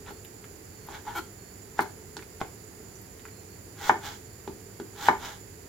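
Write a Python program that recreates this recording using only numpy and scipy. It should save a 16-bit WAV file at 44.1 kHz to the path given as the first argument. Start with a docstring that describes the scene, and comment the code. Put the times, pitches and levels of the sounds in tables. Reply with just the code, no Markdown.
"""Cutting chicken on a board

In a small kitchen, close to the microphone, a knife cuts raw chicken into cubes on a wooden board.
The blade saws through the meat, knocks on the board, scrapes pieces aside and comes free with wet ticks.
Behind it an appliance hums, the microphone hisses, and a bird whistles faintly outside."""
import sys
import numpy as np
from scipy import signal
from scipy.fft import rfft, irfft
from scipy.io import wavfile
from scipy.ndimage import uniform_filter1d

SR = 44100
rng = np.random.default_rng(int(sys.argv[2]) if len(sys.argv) > 2 else 0)


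def to_wav(s):
    """Save 16-bit WAV."""
    ch = np.atleast_2d(s).T  # columns
    pcm = np.round(np.clip(ch, -1, 1) * 32767)  # PCM
    wavfile.write(sys.argv[1], SR, pcm.astype(np.int16))


N = 250840


def amp(db):
    """Turns decibels into a number to multiply by."""
    return 10 ** (np.asarray(db) / 20)


def unit_rms(x):
    """Scales a sound so that its average strength (rms) is 1."""
    return x / np.sqrt(np.mean(x ** 2) + 1e-20)


def curve_at(points, hz):
    """Reads a smooth path through (frequency, value) points, on a log-frequency axis."""
    f, value = np.transpose(points)
    return np.interp(np.log(hz + 1), np.log(f + 1), value)


def add(mix, start, sound):
    """Mixes a sound in at a start time in seconds."""
    part = mix[..., max(round(start * SR), 0):][..., :sound.shape[-1]]
    part += sound[..., :part.shape[-1]]


def coloured(x, gain):
    """Turns each frequency up or down by gain(frequency), then scales to rms 1."""
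    count = x.shape[-1]
    return unit_rms(irfft(rfft(x) * gain(np.fft.rfftfreq(count, 1 / SR)), count))


def resonance(f, hz, width):
    """A hill-shaped gain that favours frequencies near hz."""
    return 1 / (1 + ((f - hz) / width * 1.3) ** 2)


def noise_burst(hz, octaves, t60):
    """A tick of noise around hz with peak 1; t60 is the time in seconds to fade by 60 dB."""
    t = np.arange(SR // 8) / SR
    edges = np.minimum(hz * 2 ** (np.array([-.5, .5]) * octaves), SR / 2 - 100)
    noise = rng.standard_normal(len(t)) * amp(-60 * t / t60)
    out = signal.sosfilt(signal.butter(2, edges, "bandpass", fs=SR, output="sos"), noise)
    return out / abs(out).max()


# first echoes from counter, wall and cupboards: left delay/s, right delay/s, relative gain
ECHOES = [(.0052, .0047, 0.26), (.0074, 0.0061, 0.85), (.0097, 0.011, 0.54), (.0165, 0.011, 0.12),
          (.0240, .0243, .17), (.0332, 0.026, .12)]
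# how long the room rings: f/Hz, t60/s
ROOM_DECAY = [(150, 0.15), (400, 0.4), (900, 0.21), (2000, 0.27), (6000, 0.38), (14000, 0.27)]
def kitchen(x, tail_db, echo_db, left_db, likeness=0.85):
    """Adds echoes and a short tail of blurred ones, most alike in both ears at low pitch."""
    count = SR // 2
    bounces = rng.choice([-1., 1.], (3, count)) * (rng.random((3, count)) < 3000 / SR)
    hz, t, bands = signal.stft(bounces, SR, nperseg=256)  # left, right, shared
    shared = np.clip(likeness / (1 + (hz / 2200) ** 2), 0, 1)[:, None]
    bands = np.sqrt(shared) * bands[2] + np.sqrt(1 - shared) * bands[:2]
    bands *= amp(-60 * t / curve_at(ROOM_DECAY, hz)[:, None])
    fade_in = np.clip((np.arange(count) / SR - .003) / 0.011, 0, 1)
    tail = signal.istft(bands, SR, nperseg=256)[1][:, :count] * fade_in
    response = amp(tail_db) * unit_rms(tail) / np.sqrt(count)
    response[:, 0] += 1  # the direct sound
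    for left_s, right_s, gain in ECHOES:
        response[[0, 1], [round(left_s * SR), round(right_s * SR)]] += gain * amp(echo_db)
    balance = amp([[left_db / 2], [-left_db / 2]])
    return signal.fftconvolve(np.atleast_2d(x), response, axes=1)[:, :x.shape[-1]] * balance


# whining bands in the hiss: f/Hz, width/Hz, left level/dB, right level/dB
HISS_BANDS = [(4823, 1060, -73, -60), (5920, 320, -99, -64), (7046, 1050, -69, -54.5),
              (7062, 103, -77, -55), (8300, 760, -73.5, -74), (10850, 890, -71, -57.5),
              (13960, 3400, -67.5, -58.5), (14900, 500, -82, -70)]
def microphone_hiss(floor_db=-59):
    """An even hiss plus high whining bands, stronger on the right."""
    out = amp(floor_db) * rng.standard_normal((2, N))
    for hz, width, left_db, right_db in HISS_BANDS:
        whine = coloured(rng.standard_normal((2, N)), lambda f: resonance(f, hz, width) ** 2)
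        out += amp([[left_db], [right_db]]) * whine
    return out


# tone colour of the rumble: f/Hz, relative level/dB
RUMBLE_COLOUR = [(15, -34), (25, -66), (38, -6.5), (70, -1.5), (92, -2), (192, -4), (213, -8), (242, -5.5),
                 (361, -4.5), (393, -4), (637, -15.5), (707, -13), (1120, -19), (1940, -17), (3800, -31),
                 (4940, -34), (8360, -120)]
# how alike the rumble is in both ears: f/Hz, likeness (0 to 1)
RUMBLE_LIKENESS = [(60, 0.93), (200, 0.87), (400, 0.47), (900, 0.064), (2500, 0.059)]
# motor tones: f/Hz, width/Hz, level/dB
MOTOR_TONES = [(97.2, 19, -55), (195.7, 4.1, -67), (245.5, 21, -69.5), (386.5, 20, -63), (434.4, 10.7, -61)]
def appliance(rumble_db=-50, right_db=0.5):
    """A low, airy rumble with a few wavering motor tones."""
    left, other, motor = rng.standard_normal((3, N))
    likeness = curve_at(RUMBLE_LIKENESS, np.fft.rfftfreq(N, 1 / SR))
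    right = irfft(likeness * rfft(left) + np.sqrt(1 - likeness ** 2) * rfft(other), N)
    rumble = amp(rumble_db) * coloured(np.array([left, right]), lambda f: amp(curve_at(RUMBLE_COLOUR, f)))
    hum = sum(amp(db) * coloured(motor, lambda f: resonance(f, hz, width))
              for hz, width, db in MOTOR_TONES)
    return (rumble + hum) * amp([[-right_db / 2], [right_db / 2]])


# bird whistles: t/s, length/s, start f/Hz, end f/Hz
WHISTLES = [(0.098, .1, 4380, 4410), (0.669, 0.24, 4570, 4360), (1.355, .21, 4230, 4510),
            (3.3, 0.14, 4180, 4240), (3.473, .13, 4300, 4500), (4.24, 0.13, 4400, 4520)]
def bird(level_db=-63, waver=0.0036):
    """A distant bird's thin whistles; each slides in pitch, quickly at first, and wavers a little."""
    out = np.zeros(N)
    for start, length, start_hz, end_hz in WHISTLES:
        progress = np.linspace(0, 1, int(length * SR))
        drift = unit_rms(uniform_filter1d(rng.standard_normal(SR // 2), 150))[:len(progress)]
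        hz = (start_hz + (end_hz - start_hz) * progress ** 0.72) * (1 + waver * drift)
        tone = np.sin(2 * np.pi * np.cumsum(hz) / SR)
        add(out, start, amp(level_db) * tone * signal.windows.tukey(len(tone), .5))
    return out


# light taps of the blade, and a few crackles within a stroke: t/s, peak level/dB, centre f/Hz
TAPS = [(.063, -41, 2200), (.248, -41, 2500), (.4416, -37.5, 1230), (.922, -42, 2800), (0.9463, -40, 3000),
        (2.1677, -28, 4240), (2.191, -36.5, 1490), (2.2247, -36.5, 1640), (3.194, -44, 2500),
        (3.2523, -36, 1600), (3.284, -41, 1670)]
# wet smacks of meat: t/s, peak level/dB, centre f/Hz
SMACKS = [(.108, -45, 13000), (.248, -40, 13100), (.8655, -40, 12800), (1.806, -30, 11000),
          (1.82, -30.5, 13500), (2.955, -41, 6600), (3.015, -42, 12700)]
def taps_and_smacks(soft_smack_db=-39.5):
    """The blade taps lightly, a stroke crackles, and wet meat comes free with tiny smacks."""
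    out = np.zeros(N)
    for start, db, hz in TAPS:
        add(out, start, amp(db) * noise_burst(hz, octaves=1.26, t60=0.017))
    for start, db, hz in SMACKS:
        octaves = .45 * 2 ** ((db - soft_smack_db) / 3)  # 3 dB stronger makes the band twice as wide
        add(out, start, amp(db) * noise_burst(hz, octaves, t60=0.032))
    return out


# where the dragged blade rings: f/Hz, width/Hz, relative level/dB
BLADE_RESONANCES = [(356, 85, -2), (870, 150, 1), (1390, 100, 1), (1880, 190, -18), (2235, 59, -8),
                    (3180, 220, -9), (4200, 290, -10.5), (6700, 1800, -11.5), (13500, 2200, -7)]
# scrapes across the board: t/s, length/s, level/dB, slip rate/Hz, centre f/Hz, spread/octaves
SCRAPES = [(1.064, 0.053, -36.5, 880, 897, 0.17), (1.142, 0.065, -32.5, 322, 1500, 1.24),
           (1.169, .043, -38, 335, 340, 0.2), (1.799, 0.035, -48, 440, 4120, 0.24)]
def scrapes(jitter=0.24, grit=0.084, leak=0.033):
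    """The edge sticks and slips unevenly on the board, and each slip makes the blade ring."""
    out = np.zeros(N)
    blade = lambda f: sum(amp(db) * resonance(f, hz, width) for hz, width, db in BLADE_RESONANCES)
    for start, length, db, slip_hz, centre_hz, spread in SCRAPES:
        wander, noise = rng.standard_normal((2, SR // 8))[:, :int(length * SR)]
        slip_count = np.cumsum(slip_hz * (1 + jitter * unit_rms(uniform_filter1d(wander, 30)))) / SR
        slips = np.diff(np.floor(slip_count), prepend=0) + grit * noise  # one click for each slip
        contact = lambda f: 1 / (1 + (np.log2((f + 1) / centre_hz) / spread) ** 2) + leak
        judder = coloured(slips, lambda f: blade(f) * contact(f))
        add(out, start, amp(db) * judder * signal.windows.tukey(len(slips), .7))
    return out


# tone colour that blade and board give the sawing: f/Hz, relative level/dB
SAWING_COLOUR = [(400, -1.5), (600, -4.5), (850, 10), (1130, 1), (1450, 5), (2000, -1), (2600, -8),
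                 (3400, -1.5), (4500, -7.5), (7200, -8.5), (9300, -26), (11500, -21.5), (16000, -20)]
# strokes through the meat: t/s of the hardest push, rise/s, fall/s, level/dB
STROKES = [(.089, 0.051, 0.045, -43.5), (.95, .11, 0.077, -42), (1.08, .051, 0.2, -43.5),
           (1.791, 0.029, 0.0066, -39.5), (2.41, 0.011, 0.0047, -40), (3.892, 0.15, .0074, -33),
           (4.06, .07, 0.14, -38.5), (5.083, 0.16, 0.017, -33), (5.249, .093, .16, -39.5)]
def sawing(fibres_per_s=7000, size_spread_db=4.5, firm_db=-38.5):
    """Countless fibres part under the sliding edge, and their tiny clicks blend into a fizz."""
    out, count = np.zeros(N), SR // 3
    for push_time, rise, fall, db in STROKES:
        treble_db_per_octave = 2.5 - 1.13 * max(firm_db - db, 0)  # lighter strokes are duller
        size = amp(size_spread_db * np.minimum(rng.exponential(1, count), 4))
        fibres = size * rng.choice([-1, 1], count) * (rng.random(count) < fibres_per_s / SR)
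        colour = lambda f: amp(curve_at(SAWING_COLOUR, f) + treble_db_per_octave * np.log2(1 + f / 1000))
        force = np.interp(np.arange(count) / SR, [0, rise, rise + fall], [0, 1, 0]) ** 1.59
        add(out, push_time - rise, amp(db) * force * coloured(fibres, colour))
    return out


def struck(modes, pitch, sustain, hardness_hz, rise_s):
    """A struck thing rings with its own fading tones (modes); soft blows mute the high ones. Peak 1."""
    t, side = np.arange(SR // 2) / SR, np.array([[.5], [-.5]])
    out = 0
    for hz, db, t60, phase in modes:
        size = amp(db - 60 * t / (t60 * sustain)) / np.hypot(1, (hz / hardness_hz) ** 2)
        out = out + size * np.sin(2 * np.pi * hz * pitch * t + side * phase)
    out = out * (1 - np.exp(-t / rise_s))
    return -out / abs(out).max()


# tones of the board, the counter under it and the blade, before each chop retunes and damps them:
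# f/Hz, relative level/dB, t60/s, phase between left and right/rad
BOARD_MODES = [(633, -11.5, 0.03, 1), (756, -18, 0.022, 2), (877, 16, 0.0096, 0.68), (897, -12, 0.072, 0),
               (999, -26, 0.15, 1), (1208, -19.5, 0.12, .5), (1194, -39, 0.027, 2), (1410, -27, 0.037, -1),
               (1800, -8, 0.031, 4.5), (1890, -25.5, 0.1, 0.9), (2173, 0, 0.02, 2.5), (3060, -10, 0.02, -2)]
COUNTER_MODES = [(84.5, -17.5, 0.27, 0), (141, -4.5, 0.086, 0), (197.2, -13.5, 0.29, 0.3),
                 (248.3, 0.5, 0.12, 0.49), (290.3, -4, 0.13, 0.14), (336.4, 4.5, 0.11, 0.49),
                 (378.8, 2, 0.12, 0.067), (401.5, -1.5, 0.21, 0.11), (440, -17, 0.36, 0.082),
                 (496, -18, 0.079, 0.061)]
CLACK_MODES = [(1500, 0, 0.0094, 1.0)]
# blade meets board: t/s, knock level/dB, thump level/dB, hardness/Hz, meat under the blade (0 to 1)
CHOPS = [(0.1068, -37, -36.5, 1200, 0.6), (0.8866, -29, -42, 750, 0.14), (1.7914, -7.5, -24, 1955, 0.19),
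         (2.1673, -32, -40, 2060, 0.03), (2.4143, -13.5, -26, 1500, 0.92), (3.8952, -1.5, -23, 1650, 0.09),
         (4.4761, -27.5, -29, 950, 0.26), (4.799, -32, -28, 1560, 0.28), (5.0851, -.5, -21, 1620, 0.09)]
def chops(firm_hz=1620):
    """The edge clicks, blade and board knock, and the counter thumps under the weight of the blow."""
    out = np.zeros((2, N))
    for start, knock_db, thump_db, hardness_hz, meat in CHOPS:
        pitch = 1.005 * (1 - 0.142 * meat)  # meat under the blade lowers the knock
        sustain = 0.89 * (1 - 0.76 * meat)  # and shortens the ringing
        clack_db = -9 + 0.87 * knock_db + 9.5 * np.log2(hardness_hz / firm_hz)  # hard blows clack more
        knock = amp(knock_db) * struck(BOARD_MODES, pitch, sustain, hardness_hz, rise_s=0.0038)
        knock += amp(clack_db) * struck(CLACK_MODES, pitch, sustain, hardness_hz, rise_s=0.0062)
        # a dip at 550 Hz, between the tones of the counter and the board
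        knock = signal.lfilter(*signal.iirnotch(550, Q=4, fs=SR), knock)
        click = amp(thump_db - 4.5) * noise_burst(hz=2850, octaves=2.6, t60=0.026)
        add(knock, .0005, signal.lfilter(*signal.butter(2, 4800, fs=SR), click))  # meat cushions the edge
        thump = amp(thump_db) * struck(COUNTER_MODES, 0.99, sustain, hardness_hz, rise_s=0.0045)
        add(out, start, kitchen(knock, tail_db=-7, echo_db=-8.5, left_db=2.5))
        add(out, start + 0.00045, kitchen(thump, tail_db=-7.5, echo_db=-15, left_db=-1, likeness=0.36))
    return out


def scene():
    """The knife at work in the kitchen, over the appliance and the bird."""
    slicing = kitchen(sawing(), tail_db=-6, echo_db=-3, left_db=2.5, likeness=0.092)
    scraping = kitchen(scrapes(), tail_db=-9.5, echo_db=-5.5, left_db=2.5, likeness=0.22)
    ticking = kitchen(taps_and_smacks(), tail_db=-8, echo_db=-4, left_db=1, likeness=.4)
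    return chops() + slicing + scraping + ticking + bird() + appliance()


# the microphone's two openings colour the treble differently: f/Hz, left minus right level/dB
MIC_BALANCE = [(2000, -1.5), (3500, -7), (4300, -11), (6200, -15.5), (7100, -14), (8200, -25), (9000, 17),
               (11000, -3), (12500, 7), (15000, -4)]
def record(dry, ceiling=.95, top_hz=15900):
    """The microphone colours each side, adds hiss, rounds off loud peaks and cuts the highest treble."""
    balance_db = curve_at(MIC_BALANCE, np.fft.rfftfreq(N, 1 / SR))
    sides = amp([balance_db / 2, -balance_db / 2])
    sides /= np.sqrt(np.mean(sides ** 2, 0))
    heard = irfft(rfft(dry) * sides, N) + microphone_hiss()
    rounded = heard / (1 + (heard / ceiling) ** 8) ** (1 / 8)
    lowpass = signal.firwin(511, top_hz, window=("kaiser", 9), fs=SR)
    return signal.oaconvolve(rounded, lowpass[None], "same")


dry = scene()
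out = record(dry)
to_wav(out)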